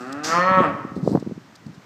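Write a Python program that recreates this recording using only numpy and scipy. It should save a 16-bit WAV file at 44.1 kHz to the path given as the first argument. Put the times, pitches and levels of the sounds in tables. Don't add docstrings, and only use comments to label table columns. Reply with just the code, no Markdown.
import sys
import numpy as np
from scipy import signal
from scipy.fft import rfft, irfft
from scipy.io import wavfile

SR = 44100
rng = np.random.default_rng(int(sys.argv[2]) if len(sys.argv) > 2 else 0)


def master(y):
    cut = np.clip(np.atleast_2d(y).T, -1, 1)
    pcm = np.round(cut * 32767)
    wavfile.write(sys.argv[1], SR, pcm.astype(np.int16))


N = 81585

# f/Hz, t/s
YARD_FADE = [(100, 0.37), (500, 0.78), (1200, 0.84), (2500, 0.8), (6000, 0.45), (14000, 0.41)]
ECHO_BANDS = [0, 200, 400, 800, 1600, 3200, 6400, 12800, 22050]
# f/Hz, level/dB
DISTANT_TONE = [(60, -8), (160, 1), (400, -3), (700, -2), (1200, 0), (1900, -4), (2700, -10), (6000, -14),
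                (8000, -21), (10300, -32), (13000, -29), (15500, -31)]
# t/s, rise/s, decay/s, level/dB
BREATH_AND_SCUFFS = [(0, 0.0034, 0.18, -52.5), (0.125, 0.0049, 0.0018, -38.5), (.95, 0.011, 0.024, -55),
                     (1.008, 0.091, 0.055, -49.5), (1.196, .003, 0.0054, -51.5), (1.552, .004, .005, -46.5),
                     (1.66, 0.0069, 0.0027, -53), (1.741, 0.0065, 0.0067, -54)]
# f/Hz, level/dB
BREATH_AND_SCUFF_TONE = [(500, -16), (2500, -18), (4000, 2.5), (5000, 2.5), (6500, -5), (8000, -3.5),
                         (10300, -21), (13000, -18), (15500, -39)]
# t/s, level/dB
RUMBLE_LEVEL = [(0, -53), (.45, -41), (.6, -38), (.74, -31.5), (.81, -40), (.94, -39), (1.03, -29.5),
                (1.16, -22.5), (1.21, -41.5), (1.33, -43.5), (1.41, -48.5), (1.54, -54.5), (1.62, -55),
                (1.69, -39.5), (1.76, -51), (1.85, -53)]
# f/Hz, level/dB
RUMBLE_TONE = [(30, -47), (60, -27.5), (100, -7), (160, -6), (280, -10), (500, -24), (1000, -33),
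               (2000, -68)]
# t/s, level/dB, f/Hz
THUMPS = [(0.515, -17.5, 198), (0.5745, -19.5, 210), (0.586, -15.5, 216), (0.6051, -8.5, 347),
          (0.6134, -10, 250), (0.7205, -27, 172), (0.739, -35, 159.6), (0.851, -18.5, 270),
          (0.9194, -29.5, 239.7), (0.9663, -17, 298.7), (.977, -18.5, 178.7), (1.009, -36, 203),
          (1.0281, -57, 650), (1.031, -18, 187), (1.037, -17.5, 170), (1.064, -18, 302),
          (1.0771, -4.5, 435), (1.093, -20, 388), (1.0976, -20.5, 375), (1.111, -20, 417),
          (1.118, -11.5, 228), (1.132, -21.5, 323), (1.151, -5.5, 317), (1.1549, -12, 668),
          (1.1574, -12, 234), (1.162, -14, 454), (1.1741, -17.5, 720), (1.177, -14.5, 213),
          (1.21, -31, 204.3), (1.227, -20, 356), (1.2655, -22.5, 288.3), (1.2742, -17.5, 244),
          (1.2972, -27, 296), (1.3128, -24, 375), (1.3209, -20.5, 231.5), (1.3257, -27, 244.4),
          (1.3786, -26, 266), (1.6664, -27.5, 163), (1.6697, -41, 203), (1.694, -33, 166),
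          (1.701, -33, 207), (1.78, -31.5, 153)]
# f/Hz, level/dB
SNORT_TONE = [(300, -11.5), (1500, -6), (2700, -14.5), (3700, -12.5), (4700, -5.5), (6800, -8), (8200, -20),
              (10300, -31.5), (12000, -25.5), (15000, -42)]
# t/s, f/Hz
VOICE_PITCH = [(0, 122.2), (.04, 124.4), (.116, 137), (.218, 151.5), (.3, 161.2), (.36, 173.2),
               (.416, 179.7), (.48, 187.9), (.542, 187.6), (.598, 185), (.616, 180.5), (.66, 152.1),
               (.7, 136.5)]
# t/s, closed-mouth level/dB, open-mouth level/dB, roughness from 0 to 1
VOICE_EFFORT = [(0, -38, -50.5, 0.37), (.11, -36, -43.5, 0.06), (.23, -33, -49, 0.07),
                (.27, -34, -40, 0.64), (.295, -26.5, -28.5, 0.22), (.325, -36.5, -19.5, 0.14),
                (.38, -28, -17.5, 0.06), (.44, -55, -18, .08), (.52, -67, -19, 0.15),
                (.602, -51, -14, 0.17), (.622, -24, -26, 0.65), (.637, -27, -20.5, .7),
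                (.663, -23.5, -28.5, 0.31), (.695, -31.5, -41, 0.31), (.74, -100, -100, 0.36)]
# f/Hz, level/dB
RASP_TONE = [(100, 3.5), (1000, -10), (2000, -19.5), (3000, -3.5), (6000, -3), (15000, -2)]
# f/Hz, level/dB
CLOSED_TONE = [(70, -29), (140, -1.5), (280, 8), (420, -1), (650, -7), (820, 0), (980, -20.5), (1250, -1.5),
               (1700, -6.5), (2200, -27.5), (2600, -13.5), (3000, -29), (8000, -45.5), (15000, -80)]
# f/Hz, level/dB
OPEN_TONE = [(90, -4), (180, -2.5), (370, -11), (550, 5.5), (740, -6.5), (870, -6), (1100, -5),
             (1320, -1.5), (1540, -19), (1810, -1.5), (2060, -11.5), (2350, -12), (2750, -21), (3100, -20),
             (3800, -29), (5000, -46.5), (8000, -30.5), (15000, -79.5)]
# t/s, f/Hz
MAIN_RESONANCE = [(.28, 1340), (.325, 1330), (.345, 1070), (.39, 1070), (.42, 1200), (.47, 1213),
                  (.6, 1156)]
# t/s, f/Hz, level/dB
UPPER_RESONANCE = [(.32, 1930, 2), (.37, 1860, -3), (.42, 1820, 5), (.46, 1840, 4.5), (.52, 1810, -1)]

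TIME = np.arange(N) / SR


def undb(db):
    return 10 ** (np.asarray(db) / 20)


def curve(rows, column=1):
    rows = np.array(rows)
    return np.interp(TIME, rows[:, 0], rows[:, column])


def unit(x):
    return x / np.sqrt(np.mean(x ** 2))


def across(points, hz):
    points = np.array(points)
    return np.interp(np.log(hz + 1), np.log(points[:, 0]), points[:, 1])


def colour(x, tone):
    size = 2048
    gains = undb(across(tone, np.linspace(0, SR / 2, size // 2 + 1)))
    cepstrum = irfft(np.log(gains))
    cepstrum[1:size // 2] *= 2
    cepstrum[size // 2 + 1:] = 0
    response = irfft(np.exp(rfft(cepstrum)))
    return signal.fftconvolve(x, response / np.linalg.norm(response))[:N]


def noise(tone):
    return colour(rng.standard_normal(N), tone)


def wander(rate):
    return np.interp(TIME * rate, np.arange(N), rng.standard_normal(N))


def swell(start, rise, decay):
    age = TIME - start
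    return np.clip(age / rise, 0, 1) * np.exp(-np.maximum(age - rise, 0) / decay)


def yard_echo(x, gap_s=.01, build_s=.012, linger_db=-37, linger_s=1.95):
    hz = np.fft.rfftfreq(N, 1 / SR)
    spectrum = rfft(rng.standard_normal(N))
    fade = -np.log(1000) * TIME
    tail = 0
    for low, high in zip(ECHO_BANDS, ECHO_BANDS[1:]):
        band = irfft(spectrum * ((hz >= low) & (hz < high)), N)
        tail += band * np.exp(fade / across(YARD_FADE, (low + high) / 2))
    midrange = irfft(spectrum * ((hz > 600) & (hz < 2500)), N)
    tail += undb(linger_db) * midrange * np.exp(fade / linger_s)
    tail *= np.clip((TIME - gap_s) / build_s, 0, 1)
    return signal.fftconvolve(x, tail / np.linalg.norm(tail))[:len(x)]


def distant_noise():
    return noise(DISTANT_TONE) * undb(-52 + .8 * wander(6))


def breath_and_scuffs(echo_db=-29):
    level = sum(undb(db) * swell(start, rise, decay) for start, rise, decay, db in BREATH_AND_SCUFFS)
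    grains = rng.standard_normal(N) * level * undb(2.5 * wander(500))
    hiss = colour(grains, BREATH_AND_SCUFF_TONE)
    return hiss + undb(echo_db) * yard_echo(hiss)


def swing(cycles, width=.61):
    return np.sin(2 * np.pi * cycles) * np.exp(-(cycles / width) ** 2)


def buffets(ring_hz=183, ring_s=.0085, ring_db=-9.5):
    thumps = np.zeros(N)
    for start, db, hz in THUMPS:
        near = abs(TIME - start) < .06
        age = TIME[near] - start
        after = np.maximum(age, 0)
        ring = np.sin(2 * np.pi * ring_hz * after) * np.exp(-after / ring_s)
        edge = undb(1.26 * db - 10.5) * swing(1.88 * hz * age)
        thumps[near] += undb(db) * (swing(hz * age) + undb(ring_db) * ring) + edge
    rumble = noise(RUMBLE_TONE) * undb(curve(RUMBLE_LEVEL) + 3 * wander(60))
    return thumps + rumble


def snort(level_db=-25.5, echo_db=.5):
    hiss = noise(SNORT_TONE) * swell(start=.232, rise=.015, decay=.038) * undb(level_db)
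    return hiss + undb(echo_db) * yard_echo(hiss)


def whistle(hz=4280, waver_hz=43, level_db=-40.5, peak_s=.414, fade_s=.09):
    phase = 2 * np.pi * np.cumsum(hz + waver_hz * wander(150)) / SR
    return undb(level_db) * np.sin(phase) * np.exp(-((TIME - peak_s) / fade_s) ** 2)


def resonance(hz, centre_hz, width_hz, db):
    return 1 + (undb(db) - 1) / (1 + 1j * (hz ** 2 - centre_hz ** 2) / (hz * width_hz))


def bull_voice(pitch_shake=.022, strength_shake=.45, rasp_db=3):
    roughness = curve(VOICE_EFFORT, column=3)
    pitch = curve(VOICE_PITCH) * (1 + pitch_shake * roughness * wander(170))
    phase = 2 * np.pi * np.cumsum(pitch) / SR
    main_hz = curve(MAIN_RESONANCE)
    upper_hz, upper_db = curve(UPPER_RESONANCE), curve(UPPER_RESONANCE, column=2)
    pulses, ringing = 0, 0
    for k in range(1, 36):
        hz = k * pitch
        drift = 1.5 * np.minimum(hz / 3100, 1) ** 4 * wander(30)
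        harmonic = np.exp(1j * (k * phase + drift))
        main = resonance(hz, main_hz, width_hz=264, db=13)
        upper = resonance(hz, upper_hz, width_hz=120, db=upper_db)
        pulses += harmonic.real
        ringing += (harmonic * main * upper).real
    strength = 1 + strength_shake * roughness * wander(170)
    puffs = unit(noise(RASP_TONE) * (1 + np.cos(phase)))
    rasp = undb(rasp_db) * roughness * puffs
    hum = unit(colour(unit(pulses) * strength + rasp, CLOSED_TONE))
    call = unit(colour(unit(ringing) * strength + rasp, OPEN_TONE))
    return hum * undb(curve(VOICE_EFFORT, column=1)) + call * undb(curve(VOICE_EFFORT, column=2))


def bellow(wall_delay_s=.0106, wall_db=-6, echo_db=-8.5):
    voice = bull_voice() + whistle()
    wall = np.pad(voice, (int(wall_delay_s * SR), 0))[:N]
    lead = int(.2 * SR)
    echo = yard_echo(np.pad(voice, (lead, 0), mode="reflect"))[lead:]
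    return voice + undb(wall_db) * wall + undb(echo_db) * echo


def scene():
    background = distant_noise()
    return (bellow() + snort() + buffets() + breath_and_scuffs() + background)[None]


def record(dry, low_hz=98, top_hz=15300):
    thin = signal.sosfilt(signal.butter(2, low_hz, "high", fs=SR, output="sos"), dry)
    return signal.sosfilt(signal.ellip(10, .2, 80, top_hz, fs=SR, output="sos"), thin)


dry = scene()
out = record(dry)
master(out)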